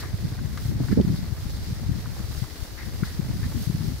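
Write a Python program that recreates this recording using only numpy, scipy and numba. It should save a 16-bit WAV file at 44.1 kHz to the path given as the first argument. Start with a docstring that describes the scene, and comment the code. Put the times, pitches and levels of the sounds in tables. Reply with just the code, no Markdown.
"""Wind rumbles on the microphone while a large flock of sheep patters past on gritty, frosty ground.
Hundreds of hooves merge into a dull patter, a crunch and a fine hiss of crushed grit.
A few near hooves knock, drag or flick a stone. The wind buffets the left and right microphone
openings separately, brighter as it blows harder, with one strong gust near 1 s."""
import sys
import numpy as np
from scipy import signal
from scipy.fft import rfft, irfft
from scipy.io import wavfile
from scipy.ndimage import uniform_filter1d
from numba import njit

SR = 44100
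rng = np.random.default_rng(int(sys.argv[2]) if len(sys.argv) > 2 else 0)


def dump(signal):
    """Clip the signal to [-1, 1] and save it as 16-bit WAV at the path in sys.argv[1]."""
    limited = np.clip(np.atleast_2d(signal).T, -1, 1)
    pcm = np.round(limited * 32767).astype(np.int16)
    wavfile.write(sys.argv[1], SR, pcm)


N = 176400  # 4 seconds


def undb(db):
    """Turn decibels into a number to multiply a sound by."""
    return 10 ** (np.asarray(db) / 20)


def unit(x):
    """Scale a signal to an average strength (rms) of 1."""
    return x / np.sqrt(np.mean(x ** 2))


def curve(table):
    """Join rows of (time_s, value) with straight lines."""
    times, values = np.array(table).T
    return np.interp(np.arange(N) / SR, times, values)


def pan(db):
    """Left and right gains with the same total power; positive db leans left."""
    gains = undb(np.array([[.5], [-.5]]) * db)
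    return gains / np.sqrt(np.mean(gains ** 2, axis=0))


def colour(x, points):
    """Shape a sound's bass and treble with rows of (pitch_hz, level_db), then scale it to rms 1."""
    hz, db = np.array(points).T
    freqs = np.maximum(np.arange(N // 2 + 1) * SR / N, 1)
    octaves_outside = np.maximum(np.log2(freqs / hz[-1]), 0) + np.maximum(np.log2(hz[0] / freqs), 0)
    gain_db = np.interp(np.log(freqs), np.log(hz), db) - 20 * octaves_outside
    return unit(irfft(rfft(x) * undb(gain_db), N))


def smooth(x, span):
    """Average over span samples, twice."""
    return uniform_filter1d(uniform_filter1d(x, span), span)


def drift(rate_hz):
    """A smooth random wobble, about 1 in size."""
    span = max(int(SR / rate_hz), 2)
    steps = np.repeat(rng.standard_normal(N // span + 1), span)
    return unit(smooth(steps, span)[:N])


def add(out, start_s, sound):
    """Mix a stereo sound in at a given time."""
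    i = max(int(start_s * SR), 0)
    out[:, i:i + sound.shape[1]] += sound[:, :N - i]


def stereo(three, shared):
    """Blend one common and two separate signals; shared is the common part of the power."""
    return np.sqrt(shared) * three[0] + np.sqrt(1 - shared) * three[1:]


def band_noise(hz, width, shared):
    """A quarter second of stereo noise around one pitch; more width spreads it further."""
    edges = np.minimum(hz * np.exp(np.array([-.5, .5]) * width), SR / 2 - 1)
    band = signal.butter(2, edges, "band", fs=SR, output="sos")
    noise = signal.sosfilt(band, rng.standard_normal((3, SR // 2)))
    return unit(stereo(noise[:, SR // 4:], shared))


@njit
def lowpass(x, hz):
    """Muffle a sound above a moving pitch (a two-pole filter)."""
    y, band_state, low_state = np.empty(len(x)), 0., 0.
    for i in range(len(x)):
        step = np.tan(np.pi * hz[i] / SR)
        band = (band_state + step * (x[i] - low_state)) / (1 + step * (step + 1.3))
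        y[i] = low_state + step * band
        band_state, low_state = 2 * band - band_state, 2 * y[i] - low_state
    return y


# How hard the wind blows: time_s, level_db
WIND_LEVEL = [(0, -37), (.07, -34), (.3, -33.5), (.6, -34.5), (.72, -31.5), (.81, -29.5), (.88, -33.5),
              (.935, -26), (.96, -31.5), (.99, -20.5), (1.03, -29), (1.16, -30), (1.24, -34.5), (1.4, -36),
              (1.46, -33.5), (1.82, -35), (1.9, -33), (2.1, -35.5), (2.4, -35), (2.47, -42.5), (2.72, -42),
              (2.86, -36.5), (3.0, -32), (3.14, -35.5), (3.31, -32.5), (3.48, -31), (3.65, -35),
              (3.87, -33), (4.0, -37.5)]
# Which side it presses harder: time_s, left_minus_right_db
WIND_SIDE = [(0, -1.5), (.55, 3), (.78, 3), (.95, -0.5), (1.15, 1.5), (1.7, -0.5), (2.5, 9.5), (3.2, 0),
             (4.0, 4.5)]
# Tone of the rumble before muffling: pitch_hz, level_db
WIND_COLOUR = [(18, -29), (30, -16), (45, -4.5), (85, 1), (160, -1), (300, -1.5), (700, -24), (2000, -24)]

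def wind():
    """Air swirls at each microphone opening: the harder it blows, the louder and brighter the rumble."""
    reference_db, reference_hz, octaves_per_db = -29, 251, 0.17
    sides = []
    for side_gain in pan(curve(WIND_SIDE)):
        swirl_db = 3.5 * np.tanh(drift(rate_hz=45))
        db = curve(WIND_LEVEL) + 20 * np.log10(side_gain) + swirl_db
        cutoff_hz = np.clip(reference_hz * 2 ** (octaves_per_db * (db - reference_db)), 20, SR / 10)
        noise = colour(rng.standard_normal(N), WIND_COLOUR)
        rumble = lowpass(lowpass(noise, cutoff_hz), cutoff_hz)
        strength = np.sqrt(smooth(rumble ** 2, int(.045 * SR)))
        sides.append(rumble / strength * undb(db + 3.5))  # even it out, then set its level
    return np.array(sides)


# Single hard swirls of air hitting the microphone: middle_s, level_db, left_minus_right_db
BUFFETS = [(.144, -18.5, -23), (.252, -14.5, -11), (.455, -17, 19), (.661, -18, 17), (.693, -16.5, 17),
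           (.767, -18.5, 7), (.809, -13.5, 7), (.849, -17, 17), (.917, -14.5, -28), (.929, -11, -23),
           (.977, -9.5, -28), (.99, -14.5, 24), (1, -9.5, -38), (1.01, -12.5, 1), (1.049, -13, -15),
           (1.076, -13.5, 23), (1.104, -15, 26), (1.143, -16, 0), (1.326, -17.5, 14), (1.468, -20.5, 6),
           (1.551, -21, -8), (1.728, -18, 7), (1.868, -18.5, 26), (1.895, -14.5, 32), (1.918, -16.5, 23),
           (2.247, -21, 22), (2.381, -20.5, 22), (2.425, -15.5, 29), (2.628, -20.5, 32), (3.03, -13, 20),
           (3.198, -13, 38), (3.305, -15, 22), (3.433, -18, 23), (3.469, -19.5, -5), (3.561, -17.5, 19),
           (3.677, -15, 24), (3.702, -13.5, 15), (3.749, -14.5, -5), (3.811, -15, 9), (3.887, -16.5, 12)]

def buffets():
    """Each hard swirl is a quick push and pull of air; stronger ones are faster and steeper."""
    reference_db, reference_hz, octaves_per_db = -19, 90, 0.1374
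    swell_s, steepness = 0.0052, 2.07
    out, half = np.zeros((2, N)), SR // 40
    t = np.arange(-half, half) / SR
    swell = np.exp(-(t / swell_s) ** 2)
    for (middle_s, db, pan_db), turn in zip(BUFFETS, rng.random(len(BUFFETS))):
        hz = reference_hz * 2 ** (octaves_per_db * (db - reference_db))
        phase = 2 * np.pi * (hz * t + turn)
        bend = steepness * undb(db) * swell * np.sin(phase)
        push = swell * np.sin(phase + bend)
        add(out, middle_s - half / SR, undb(db + .5) * pan(pan_db) * push)
    return out


def knocks(table, gain_db, attack_s, decay_s, width, pan_db):
    """Short, dead hits: bursts of noise, each around its own pitch."""
    out, t = np.zeros((2, N)), np.arange(SR // 4) / SR
    shape = np.minimum(t / attack_s, 1) * np.exp(-t / decay_s)
    for start_s, db, hz in table:
        knock = unit(band_noise(hz, width, shared=0.96) * shape) * np.sqrt(np.mean(shape ** 2))
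        add(out, start_s, knock * undb(db + gain_db) * pan(pan_db))
    return out


# Small stones clicking: start_s, level_db, pitch_hz
STONES = [(.5741, -31.5, 4870), (1.0116, -31, 4000), (3.083, -36, 7000)]

def stone_clicks():
    """A stone flicked by a hoof gives a tiny, bright click."""
    return knocks(STONES, gain_db=-5, attack_s=0.0011, decay_s=0.0037, width=0.6, pan_db=-1)


def drag(length_s):
    """Pressure of a sliding hoof: it peaks a third of the way into length_s, then eases off."""
    age = np.arange(SR // 4) / SR / length_s * 3
    return age * np.exp(1 - age)


# Hooves dragging through grit: start_s, level_db, length_s, pitch_hz
SCUFFS = [(0.0, -45.5, 0.086, 1810), (0.91, -44, 0.032, 1830), (2.763, -44, 0.092, 1950),
          (3.037, -47.5, 0.1, 1820), (3.427, -42, 0.032, 1900)]

def hoof_scuffs():
    """A dragged hoof makes a narrow rasp with a softer, lower body."""
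    out = np.zeros((2, N))
    for start_s, db, length_s, hz in SCUFFS:
        rasp = band_noise(hz, width=0.21, shared=0.19)
        body = undb(-6) * band_noise(hz=1320, width=0.72, shared=0.62)
        add(out, start_s, (rasp + body) * drag(length_s) * undb(db) * pan(4))
    return out


# Hooves crushing frozen grit: start_s, level_db, length_s
SWISHES = [(0, -40.5, .02), (0.633, -51.5, 0.073), (0.908, -49, 0.031), (1.144, -47.5, .07),
           (1.49, -50, 0.059), (1.54, -48, 0.063), (3.034, -45.5, 0.069), (3.44, -49, 0.04),
           (3.598, -51, 0.073)]

def frost_swishes():
    """Frozen grit gives way under a hoof with a crisp swish."""
    out = np.zeros((2, N))
    for start_s, db, length_s in SWISHES:
        swish = band_noise(hz=4350, width=0.4, shared=0)
        fizz = undb(-5.5) * band_noise(hz=9000, width=1.0, shared=0)
        add(out, start_s, (swish + fizz) * drag(length_s) * undb(db) * pan(-1))
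    return out


# Near hooves striking the ground: start_s, level_db, pitch_hz
HOOVES = [(0.034, -32.5, 1290), (0.387, -35, 1100), (0.574, -27.5, 1530), (0.8, -31, 555),
          (0.834, -37.5, 950), (0.883, -30.5, 1600), (0.92, -30, 1830), (2.057, -34, 1130),
          (2.165, -39, 1200), (2.191, -39, 1230), (2.439, -35, 1140), (3.033, -26, 1590), (3.52, -37, 835),
          (3.812, -41, 900)]

def hoof_knocks():
    """A near hoof lands with a knock, and the ground damps its treble."""
    hits = knocks(HOOVES, gain_db=-1.84, attack_s=0.002, decay_s=0.0063, width=0.67, pan_db=4)
    damped_above_hz = 1980
    return signal.sosfilt(signal.butter(4, damped_above_hz, fs=SR, output="sos"), hits)


def grains(rate_hz, spread_db, decay_s, shared):
    """A crowd of tiny noise bursts of unequal size, at random times."""
    hits = rng.random((3, N)) < rate_hz / SR
    sizes = undb(spread_db * np.minimum(rng.standard_normal((3, N)), 2))
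    fade = np.exp(-2 * np.arange(N) / SR / decay_s)
    power = np.maximum(irfft(rfft(hits * sizes ** 2) * rfft(fade), N), 0)  # each hit gets a fading tail
    return stereo(unit(np.sqrt(power) * rng.standard_normal((3, N))), shared)


# How loud the trampling, the crunch of grit and the finest hiss are: time_s, level_db
PATTER_LEVEL = [(0, -45.5), (.15, -49.5), (4, -49.5)]
CRUNCH_LEVEL = [(0, -52), (.45, -55), (1.1, -52.5), (1.42, -54.5), (1.65, -51.5), (1.95, -54), (2.3, -53),
                (4, -52)]
HISS_LEVEL = [(0, -53), (.43, -55), (.68, -50), (.77, -55.5), (.94, -53), (.98, -58.5), (1.05, -52.5),
              (1.9, -54), (2.65, -50), (2.82, -55), (2.86, -51.5), (3.35, -51.5), (3.66, -47), (3.75, -51)]
# Tone of the same three layers: pitch_hz, level_db
PATTER_COLOUR = [(100, 7.5), (300, 10.5), (520, 3.5), (680, 1.5), (1000, -1.5), (1550, -3), (2050, -2.5),
                 (2500, -11), (3500, -17), (7000, -69)]
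CRUNCH_COLOUR = [(1500, -4.5), (3100, -8.5), (3750, -3), (4700, 0.2), (5600, -4.5), (7000, -12),
                 (10000, -17)]
HISS_COLOUR = [(3000, 3), (6000, 3.5), (8000, -0.5), (9700, -0.5), (11500, 2), (13500, 0.5), (16000, 0.5)]

def flock():
    """Countless steps merge into a dull patter; the crunch and hiss of grit flutter together."""
    patter = colour(grains(rate_hz=520, spread_db=5, decay_s=0.009, shared=0.52), PATTER_COLOUR)
    crunch = colour(grains(rate_hz=1800, spread_db=4, decay_s=0.0033, shared=0.034), CRUNCH_COLOUR)
    hiss = colour(grains(rate_hz=4900, spread_db=4, decay_s=0.0045, shared=0), HISS_COLOUR)
    flutter_db = 0.88 * drift(rate_hz=18)
    patter *= pan(2) * undb(curve(PATTER_LEVEL) + 4.5)
    crunch *= pan(-1) * undb(curve(CRUNCH_LEVEL) + 4 + flutter_db)
    hiss *= pan(-2) * undb(curve(HISS_LEVEL) + 4 + flutter_db)
    return patter + crunch + hiss


def scene():
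    """The flock in open air, with wind on the microphone."""
    sheep = hoof_knocks() + stone_clicks() + flock() + hoof_scuffs() + frost_swishes()
    return sheep + wind() + buffets()


def record(dry):
    """Cut off the very highest treble."""
    top_hz = 15600
    return signal.sosfilt(signal.ellip(10, .1, 80, top_hz, fs=SR, output="sos"), dry)


dry = scene()
out = record(dry)
dump(out)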